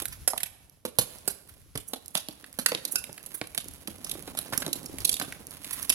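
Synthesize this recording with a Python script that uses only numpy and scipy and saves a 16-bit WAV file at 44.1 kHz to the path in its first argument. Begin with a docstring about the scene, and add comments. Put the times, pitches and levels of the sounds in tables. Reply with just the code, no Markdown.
"""Helmets kicked over stone paving

Shoes and hard plastic shells strike stone close to a hand-held camera: decaying modes give thump and
knock, band-passed grit bursts give clack and crunch. Filtered grains make scuffs, slides and ticks.
A metal fitting rings twice as a sum of sines; air buffets the microphone as low noise.
A nearby wall slaps back as decaying noise; the right port is brighter, with a treble resonance."""
import sys
import numpy as np
from scipy import signal
from scipy.fft import rfft, irfft, next_fast_len
from scipy.io import wavfile
from scipy.ndimage import map_coordinates

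SR = 44100
rng = np.random.default_rng(int(sys.argv[2]) if len(sys.argv) > 2 else 0)


def to_wav(sig):
    """Store sig (one row per channel, or 1-D mono) as 16-bit WAV at the path in sys.argv[1].

    Samples outside -1..1 are clipped; the rate is SR.
    """
    pcm = np.clip(np.atleast_2d(sig), -1, 1) * 32767
    pcm = np.round(pcm).astype(np.int16)
    wavfile.write(sys.argv[1], SR, pcm.T)  # frames by channels


N = 261954

# sliding and rolling of a shell: t/s, rumble level/dB, grit level/dB
SLIDE = [(0.0, -55, -33.5), (0.1, -69, -67), (0.86, -74, -77), (1.02, -58, -47.5), (1.21, -61.5, -53.5),
         (1.52, -69, -61.5), (1.7, -77, -65.5), (2.07, -62.5, -60), (2.55, -64, -53.5),
         (2.81, -55.5, -54.5), (3.14, -61.5, -55), (3.72, -59.5, -53), (4.5, -52, -47.5), (5.13, -53, -51),
         (5.43, -55.5, -52), (5.66, -59.5, -46), (5.82, -54, -38), (5.94, -63, -59)]
# air on the moving camera: t/s, level/dB
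BUFFET = [(0, -44.5), (.5, -59.5), (3, -62.5), (3.7, -52.5), (5.94, -55)]
# short low swells, some giving the thumps their deepest boom: t/s, level/dB
SWELLS = [(.08, -43), (1.01, -56), (1.52, -56.5), (1.79, -50), (2.6, -61), (4.15, -51), (5.01, -38.5)]
# placed bumps over paver joints: t/s, level/dB
BUMPS = [(2.933, -47.5), (3.341, -47), (3.656, -45), (4.207, -48), (4.77, -43), (4.84, -44), (4.894, -41),
         (4.937, -36.5)]
# full blows of shoes and shells on stone: t/s, thump level/dB, knock level/dB, knock f/Hz,
# clack level/dB, clack f/Hz, grit level/dB, crunch t60/s
BLOWS = [(0.0198, -67, -39, 350, -48, 2400, -35.5, 0.043), (0.276, -55, -30, 551, -32, 1500, -21, 0.043),
         (0.3334, -47.5, -28.5, 724, -46, 1260, -45, .012),
         (0.8509, -40.5, -28, 496, -40, 2830, -35, 0.055), (0.9857, -30, -24, 460, -28.5, 3350, -19, 0.048),
         (1.2763, -42, -31, 413, -38, 1480, -23.5, 0.037),
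         (1.7531, -33, -35.5, 443, -38.5, 1330, -41.5, 0.034),
         (1.774, -44, -45, 368, -42.5, 2450, -34, .026),
         (1.9335, -40, -32.5, 473, -36.5, 3270, -36.5, 0.034),
         (2.152, -38.5, -31, 938, -28.5, 3480, -29, 0.0059),
         (2.2854, -37.5, -42.5, 614, -41, 2880, -40.5, .009),
         (2.587, -34.5, -34.5, 545, -35.5, 1440, -31.5, 0.067),
         (2.6605, -62, -38, 476, -21, 1560, -21.5, 0.014), (2.718, -38.5, -25, 503, -30.5, 2300, -43, .011),
         (2.7482, -39, -32.5, 323, -28, 3500, -40.5, 0.012), (3.0923, -45, -43, 597, -54, 1740, -59, .03),
         (3.4132, -37, -32, 482, -32.5, 1950, -46, 0.012), (3.577, -44, -40.5, 685, -32, 3200, -31, 0.01),
         (3.8791, -47, -37, 323, -57, 1300, -43, .01), (4.1505, -46, -38, 328, -54, 1990, -59, .07),
         (4.2754, -40.5, -34.5, 303, -43.5, 1260, -48, 0.044),
         (4.3494, -54, -42, 654, -51, 1260, -52, 0.033), (4.371, -46, -52, 586, -40, 1260, -35, 0.066),
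         (4.388, -44, -43.5, 593, -39.5, 1500, -31, 0.015),
         (4.5237, -40, -34.5, 814, -37.5, 1420, -43, 0.046),
         (4.5321, -40, -32.5, 1110, -31, 1500, -48, 0.053),
         (4.576, -38, -44, 317, -36.5, 1330, -24.5, 0.017), (4.6195, -41, -39, 575, -33, 1370, -42, 0.048),
         (4.6636, -35.5, -34, 373, -36, 3420, -38.5, .01),
         (4.6784, -35.5, -32.5, 330, -47, 1300, -42, 0.017),
         (5.1972, -41, -42, 566, -36, 1460, -32.5, 0.024), (5.2127, -45, -34, 776, -32, 1440, -52, 0.022),
         (5.2193, -40, -37, 307, -40.5, 3380, -36, .047), (5.277, -44, -44, 345, -49, 1370, -54, .1)]
# rim clacks of a tumbling shell: t/s, clack level/dB, clack f/Hz, grit level/dB
CLACKS = [(0.0546, -38.5, 1480, -31), (0.3761, -34, 2660, -31.5), (0.4027, -41, 1930, -40),
          (0.4314, -32, 2300, -29), (2.4404, -44, 1330, -54), (3.0392, -40.5, 2320, -40),
          (3.1777, -44.5, 1670, -47.5), (3.261, -55, 2970, -40), (3.4702, -52, 2570, -47),
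          (3.5466, -43, 1810, -38.5), (3.8731, -38, 2750, -39), (4.984, -41.5, 2140, -39.5),
          (5.166, -40, 3070, -42), (5.3225, -37, 1720, -47), (5.6443, -42, 2490, -39.5),
          (5.8993, -24, 2650, -21)]
# placed single grains: t/s, level/dB
TICKS = [(0.0839, -44), (0.697, -54), (2.0597, -44), (2.0812, -42.5), (2.528, -46.5), (3.129, -44),
         (3.6437, -47.5), (5.469, -41.5)]
# short scuffs on the paving: t/s, rasp level/dB, hiss level/dB
SCUFFS = [(0.128, -35, -32), (1.012, -36.5, -40), (1.298, -36, -41), (1.492, -51, -42.5),
          (1.884, -65, -29.5), (2.151, -46, -31), (2.171, -30, -32), (2.687, -32.5, -27),
          (2.922, -43.5, -20.5), (3.348, -39.5, -24), (4.069, -39, -40), (4.47, -44, -50),
          (4.538, -36, -26.5), (5.02, -41, -48), (5.073, -55, -27.5), (5.732, -31.5, -21.5),
          (5.826, -38.5, -27.5), (5.926, -33, -44)]
# grit bursting under a shell or sole: t/s, crack level/dB, crack f/Hz
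CRACKS = [(2.174, -33, 4200), (2.8508, -30.5, 4460), (2.956, -26.5, 5410), (4.0448, -38, 5770),
          (4.0942, -39, 3700), (4.113, -34, 3950), (4.7292, -29.5, 4220), (4.8585, -41, 5780),
          (5.0041, -42, 5160), (5.0463, -32.5, 4240), (5.0497, -24, 4330), (5.0925, -25, 3550),
          (5.1147, -38, 6280), (5.127, -32, 4980), (5.1401, -30.5, 4000), (5.8946, -25, 5940)]
# landings that ring the fitting: t/s, level/dB
RINGS = [(2.66, -26), (2.9569, -24.5)]
# modes of the metal fitting: f/Hz, level/dB, t60/s
FITTING = [(1475, -4, .08), (1560, -9, .05), (2681, 0, .115), (2770, -8, .06), (4829, -20, .08),
           (5110, -11, .06), (7036, -17, .08), (9250, -12, .1), (10600, -13, .12)]
# nominal modes of the hollow knock: frequency ratio, level/dB, cycles to fade by 60 dB
HOLLOW = [(.66, -16.5, 23), (1, -0.5, 21.5), (1.3, -3.5, 15), (1.66, -5.5, 20.5), (2.2, 2, 4.5)]
# nominal modes of the dull thump: f/Hz, level/dB, t60/s
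THUMP = [(127, -8.5, 0.054), (183, -2.5, 0.041), (266.6, -0.5, 0.067)]
# filter spectra of rumble, rasp, hiss and air: f/Hz, gain/dB
RUMBLE = [(60, -30), (150, -2), (220, -4), (280, -2.5), (400, -7), (600, -7), (1000, -13.5), (1600, -27),
          (4000, -89)]
RASP = [(500, -17), (1100, 4.5), (1600, 4), (2200, 5), (3600, 4.5), (5500, 2.5), (7000, 4.5),
        (10000, -15.5)]
HISS = [(3500, -34.5), (7000, -5.5), (9000, -3.5), (12000, -6), (16000, 0.5)]
AIR = [(10, -19), (30, -9.5), (65, 1), (110, -4), (200, -15), (600, -29)]
# microphone port responses: f/Hz, gain/dB
LEFT_PORT = [(60, -2.5), (200, -1.5), (400, -7), (700, -5.5), (1300, -2.5), (2400, -4), (4400, -3.5),
             (6200, -2), (8500, -11.5), (10900, -12.5), (12500, -15.5), (15500, -16.5)]
RIGHT_PORT = [(60, 1), (7000, -0.5), (9300, 3), (10900, 12.5), (12500, 2.5), (14500, -4), (16000, -10)]
# decay of the yard's long tail: f/Hz, t60/s
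YARD = [(100, 0.5), (400, 0.94), (1500, 0.84), (5000, 0.71), (11000, 0.58), (16000, 0.44)]

ROLL_DB, RASP_DB, HISS_DB = 4, -3, 2.5  # roll re rumble; rasp and hiss re grit
SWELL_HALF_S = 0.019
BUMPS_PER_S, BUMP_DB, BUMP_HZ = 9, 5, 275.6  # random bumps, dB re rumble; nominal pitch of all bumps
TICKS_PER_S, TICK_DB = 11, -4.5  # random grains, dB re grit
SCATTER_DB = 6.5  # size spread of random bumps and ticks: twice the logistic scale
CRACK_DB, CRACK_GRIT_SHARE = -1, 0.44  # offset; share of the way from clack level to grit level
RIM_KNOCK_HZ, RIM_KNOCK_DB, RIM_THUMP_DB = 694, -12.5, -20.5  # dB re clack
RIM_CRACK_DB, RIM_T60_S = -5.5, 0.024  # the light rim cracks the stone more softly
SCUFF_RISE_S, SCUFF_T60_S = 0.01, 0.062  # rise of 20 dB; fall of 60 dB
GRIT_SNAP_DB, GRIT_CLACK_DB, GRIT_KNOCK_DB, GRIT_THUMP_DB = 0.5, -16.5, -19, -24  # dB re crack
GRIT_HZ, GRIT_KNOCK_HZ, GRIT_CLACK_HZ, GRIT_T60_S = 4510, 380.5, 2540, 0.02
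TOP_HZ = 16200


def amp(db):
    """Decibels to gain."""
    return 10 ** (np.asarray(db) / 20)


def unit(x):
    """Scale to rms 1."""
    return x / np.sqrt(np.mean(x ** 2) + 1e-20)


def pulse(x):
    """Scale to the energy of 10 ms at rms 1."""
    return x * np.sqrt(SR / 100 / (np.sum(x ** 2) + 1e-20))


def along(points, hz):
    """Interpolate (Hz, value) points on a log frequency axis."""
    f, v = np.transpose(points)
    return np.interp(np.log(hz + 1), np.log(f + 1), v)


def curves(rows):
    """One value per sample for each column after the time."""
    s, *cols = np.transpose(rows)
    return [np.interp(np.arange(N) / SR, s, c) for c in cols]


def wobble(knots_per_s):
    """Smooth random curve: a spline through normal draws."""
    knots = rng.standard_normal(int(N * knots_per_s / SR) + 4)
    return map_coordinates(knots, [np.arange(N) * knots_per_s / SR])


def colour(x, points):
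    """Minimum-phase filter with the gain of (Hz, dB) points."""
    m = 2 * next_fast_len(len(x) // 2 + 4096)
    log_gain = np.log(amp(along(points, np.fft.rfftfreq(m, 1 / SR))))
    cepstrum = irfft(log_gain, m)
    # fold onto positive time: causal
    cepstrum[1:m // 2] *= 2
    cepstrum[m // 2 + 1:] = 0
    response = np.exp(rfft(cepstrum))
    return irfft(rfft(x, m) * response, m)[:len(x)]


def band(x, lo_hz, hi_hz, order=2):
    """Causal Butterworth band-pass."""
    edges_hz = np.clip(sorted([lo_hz, hi_hz]), 10, SR / 2 - 100)
    return signal.lfilter(*signal.butter(order, edges_hz, 'band', fs=SR), x)


def add(track, s, x):
    """Mix x into the track at time s."""
    i = max(0, round(s * SR))
    track[i:i + len(x)] += x[:max(0, len(track) - i)]


def late(x, s):
    """Delay by s seconds."""
    return np.pad(x, (max(0, round(s * SR)), 0))[:N]


def chance(rate_per_s, level_db):
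    """(s, dB) of random small events whose size follows a level curve."""
    draws = rng.random((round(rate_per_s * N / SR), 2))
    return [(u * N / SR, level_db[int(u * N)] + SCATTER_DB * np.log(v / (1 - v)) / 2)
            for u, v in draws]


def grains(size, rate_per_s, spread_db):
    """Tiny slips of random size over a fine hiss, rms 1."""
    hits = rng.random(size) < rate_per_s / SR
    signs = rng.choice([-1, 1], size)
    sizes = amp(spread_db * np.minimum(rng.exponential(size=size), 4))
    return unit(unit(hits * signs * sizes) + 0.36 * rng.standard_normal(size))


def slide():
    """The shell chatters over rough pavers: grit rasps and the hollow rumbles."""
    rumble_db, grit_db = curves(SLIDE)
    chatter = wobble(70)
    grit = grains(N, rate_per_s=800, spread_db=3.5) * amp(3.5 * chatter)
    jolts = grains(N, rate_per_s=700, spread_db=4.0) * amp(2 * chatter)
    rumble = amp(rumble_db + ROLL_DB) * unit(colour(jolts, RUMBLE))
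    rasp = amp(grit_db + RASP_DB) * unit(colour(grit, RASP))
    hiss = amp(grit_db + HISS_DB) * unit(colour(grit, HISS))
    return rumble + rasp + hiss


def buffet():
    """Air pushes on the two ports, partly in step; short low swells rise at times, and those under the thumps
    give them their deepest boom."""
    t, shared = np.arange(N) / SR, rng.standard_normal(N)
    ports = np.array([unit(colour(shared + rng.standard_normal(N), AIR)) for side in range(2)])
    swells = sum(amp(db) / (1 + ((t - s) / SWELL_HALF_S) ** 2) for s, db in SWELLS)
    push = amp(curves(BUFFET)[0]) + swells
    flutter = amp(3.6 * wobble(23))
    return ports * push * flutter * amp([[1.5], [-3.5]])  # left, right dB


def knock(t, hz):
    """The hollow body's modes: new strengths at every blow, each fading over a set count of cycles."""
    out = np.zeros(len(t))
    for k, (ratio, db, cycles) in enumerate(HOLLOW):
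        fade = amp(db + rng.normal(0, 2.46) - 60 * t * hz * ratio / cycles)
        mode_hz = hz * ratio * rng.normal(1, 0.036)
        out += fade * (-1) ** k * np.sin(2 * np.pi * mode_hz * t)
    return out


def bumps():
    """Soft knocks as a shell rocks and rolls over the joints between pavers."""
    out, t = np.zeros(N), np.arange(SR // 8) / SR
    onset = 1 - np.exp(-t / 0.0024)
    for s, db in BUMPS + chance(BUMPS_PER_S, curves(SLIDE)[0] + BUMP_DB):
        add(out, s, amp(db) * pulse(knock(t, BUMP_HZ * rng.normal(1, 0.059)) * onset))
    return out


def thump(t):
    """The dull push of a weight landing: low modes with a soft onset."""
    modes = np.zeros(len(t))
    for k, (hz, db, t60_s) in enumerate(THUMP):
        fade = amp(db + rng.normal(0, 5.9) - 60 * t / t60_s)
        modes += fade * (-1) ** k * np.sin(2 * np.pi * hz * rng.normal(1, 0.08) * t)
    return pulse(modes * (1 - np.exp(-t / 0.0024)))


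def crush(t, t60_s):
    """Grit breaks in a dense burst, over fainter, sparser skittering grains."""
    burst = amp(-60 * t / t60_s) * grains(len(t), rate_per_s=3400, spread_db=4.0)
    skitter = grains(len(t), rate_per_s=500, spread_db=5)
    return burst + amp(-27.0 - 60 * t / 0.077) * skitter


def contact(thump_db, knock_db, knock_hz, clack_db, clack_hz, crack_db, crack_hz, snap_db, t60_s):
    """One contact crushes grit and sets the hollow body knocking; one row per port."""
    t, ports = np.arange(SR // 7) / SR, []
    bite = 1 - np.exp(-(t / 0.0011) ** 2)  # the contact force builds up
    # the rough contact adds a broad thud around the knock's modes
    thud = band(bite * crush(t, t60_s=0.047), knock_hz * 0.48, 986)
    hollow = pulse(bite * knock(t, knock_hz)) + 0.64 * pulse(thud)
    body = amp(thump_db) * thump(t) + amp(knock_db) * pulse(hollow)
    shared = crush(t, t60_s)
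    for side in range(2):
        crunch = bite * (shared + 0.39 * crush(t, t60_s))
        # two broad shell resonances, one set by the spot that is struck
        spot = pulse(band(crunch, clack_hz * 0.88, clack_hz * 1.2, order=1))
        shell = pulse(band(crunch, 1400, 4000, order=1))
        clack = pulse(band(spot + 0.6 * shell, 1300, 4400, order=3))
        narrow = pulse(band(crunch, crack_hz * 0.9, crack_hz * 0.96, order=1))
        broad = pulse(band(crunch, 2800, 7700, order=1))
        crack = pulse(band(narrow + broad, 3130, 8000))
        snap = pulse(band(crunch, 6980, 14400, order=3))
        ports.append(body + amp(clack_db) * clack - amp(crack_db) * crack + amp(snap_db) * snap)
    return ports


def placed(contacts):
    """Lay (s, pair of ports) contacts on a stereo track."""
    out = np.zeros((2, N))
    for s, (left, right) in contacts:
        add(out[0], s + rng.normal(-0.00017, 0.00005), left)  # the left port is farther away
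        add(out[1], s - 0.0003, right)
    return out


def crack_level(clack_db, grit_db):
    """Crack level from a point between the clack's and the grit's, plus an offset."""
    return clack_db + CRACK_GRIT_SHARE * (grit_db - clack_db) + CRACK_DB


def crack_pitch():
    """Random crack pitch, drawn anew for each blow or clack."""
    return GRIT_HZ * np.exp(rng.normal(0, 0.15))


def blows():
    """A full blow thumps, knocks, clacks and crunches."""
    contacts = []
    for s, thump_db, knock_db, knock_hz, clack_db, clack_hz, grit_db, t60_s in BLOWS:
        crack_db = crack_level(clack_db, grit_db)
        contacts.append((s, contact(thump_db, knock_db, knock_hz, clack_db, clack_hz,
                                    crack_db, crack_pitch(), grit_db, t60_s)))
    return placed(contacts)


def clacks():
    """The stiff rim clacks and hardly moves the hollow body."""
    contacts = []
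    for s, db, hz, grit_db in CLACKS:
        crack_db = crack_level(db, grit_db) + RIM_CRACK_DB
        contacts.append((s, contact(db + RIM_THUMP_DB, db + RIM_KNOCK_DB, RIM_KNOCK_HZ, db, hz,
                                    crack_db, crack_pitch(), grit_db, RIM_T60_S)))
    return placed(contacts)


def tick():
    """A tiny bright click of band-passed, decaying noise."""
    t = np.arange(SR // 50) / SR
    crack = rng.standard_normal(len(t)) * amp(-60 * t / 0.0075)
    return pulse(band(crack, 4700, 13600)) + amp(-13.5) * pulse(band(crack, 2200, 6700))


def ticks():
    """Single grains crack; the random ones are louder where the slide is gritty."""
    out = np.zeros(N)
    for s, db in TICKS + chance(TICKS_PER_S, curves(SLIDE)[1] + TICK_DB):
        add(out, s, amp(db) * tick())
    return out


def scuffs():
    """Short rubs swell and die away in a spray of grit."""
    t, rasp, hiss = np.arange(N) / SR, np.zeros(N), np.zeros(N)
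    for s, rasp_db, hiss_db in SCUFFS:
        rise_db = -20 * np.maximum(s - t, 0) / SCUFF_RISE_S
        fall_db = -60 * np.maximum(t - s, 0) / SCUFF_T60_S
        stroke = amp(rise_db + fall_db)
        rasp += amp(rasp_db) * stroke
        hiss += amp(hiss_db) * stroke
    grit = grains(N, rate_per_s=3300, spread_db=3.0)
    return rasp * unit(colour(grit, RASP)) + hiss * unit(colour(grit, HISS))


def cracks():
    """Bursting grit is nearly all treble, with a faint knock of the shell above it."""
    contacts = []
    for s, db, hz in CRACKS:
        contacts.append((s, contact(db + GRIT_THUMP_DB, db + GRIT_KNOCK_DB, GRIT_KNOCK_HZ,
                                    db + GRIT_CLACK_DB, GRIT_CLACK_HZ,
                                    db, hz, db + GRIT_SNAP_DB, GRIT_T60_S)))
    return placed(contacts)


def fitting():
    """A small metal part rings in decaying sine modes when its helmet lands."""
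    out, t = np.zeros(N), np.arange(SR // 2) / SR
    ring = sum(amp(db - 60 * t / t60_s) * np.sin(2 * np.pi * hz * t) for hz, db, t60_s in FITTING)
    for s, db in RINGS:
        add(out, s, amp(db) * ring)
    return out


def yard(x, wall_s, wall_db, near_db, tail_db, count=16):
    """Wall slap, ground scatter and faint tail, with fresh random noise for each of count stretches."""
    out, t = np.zeros(N), np.arange(SR) / SR
    for part in np.array_split(np.arange(N), count):
        hz, age_s, z = signal.stft(rng.standard_normal(SR), SR, nperseg=256)
        decay = amp(-60 * age_s / along(YARD, hz)[:, None])
        tail = signal.istft(z * decay, SR, nperseg=256)[1][:SR] * (1 - np.exp(-t / 0.0079))
        near = rng.standard_normal(SR) * amp(-60 * t / 0.065) * (1 - np.exp(-t / 0.00023))
        wall = rng.standard_normal(SR) * amp(-60 * t / 0.081)
        answer = amp(tail_db) * tail / np.linalg.norm(tail) + amp(near_db) * near / np.linalg.norm(near)
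        slap = amp(wall_db) * wall / np.linalg.norm(wall)
        add(answer, wall_s + rng.normal(0, 0.00099), slap)
        add(out, part[0] / SR, signal.fftconvolve(x[part], answer))
    return out


def scene():
    """The action lies to the right, so the left port hears it a moment later."""
    small = ticks() + fitting() + scuffs() + bumps()
    strikes = blows() + clacks() + cracks() + np.array([late(small, 0.00015), small])
    rubbing = slide()
    left = 0.61 * late(rubbing, 0.00012) + 0.69 * slide()  # partly independent of the right
    echoes = np.array([yard(port, wall_s=0.0235, wall_db=-12, near_db=-14.5, tail_db=-17.0)
                       for port in strikes])
    return strikes + np.array([left, rubbing]) + echoes + buffet()


def record(dry):
    """Each port colours the sound; the camera rounds off the highest peaks and limits the band."""
    x = np.array([colour(dry[0], LEFT_PORT), colour(dry[1], RIGHT_PORT)])
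    x = x / (1 + np.abs(x) ** 6) ** (1 / 6)
    return signal.sosfilt(signal.ellip(10, 0.1, 80, TOP_HZ, fs=SR, output='sos'), x)


dry = scene()
out = record(dry)
to_wav(out)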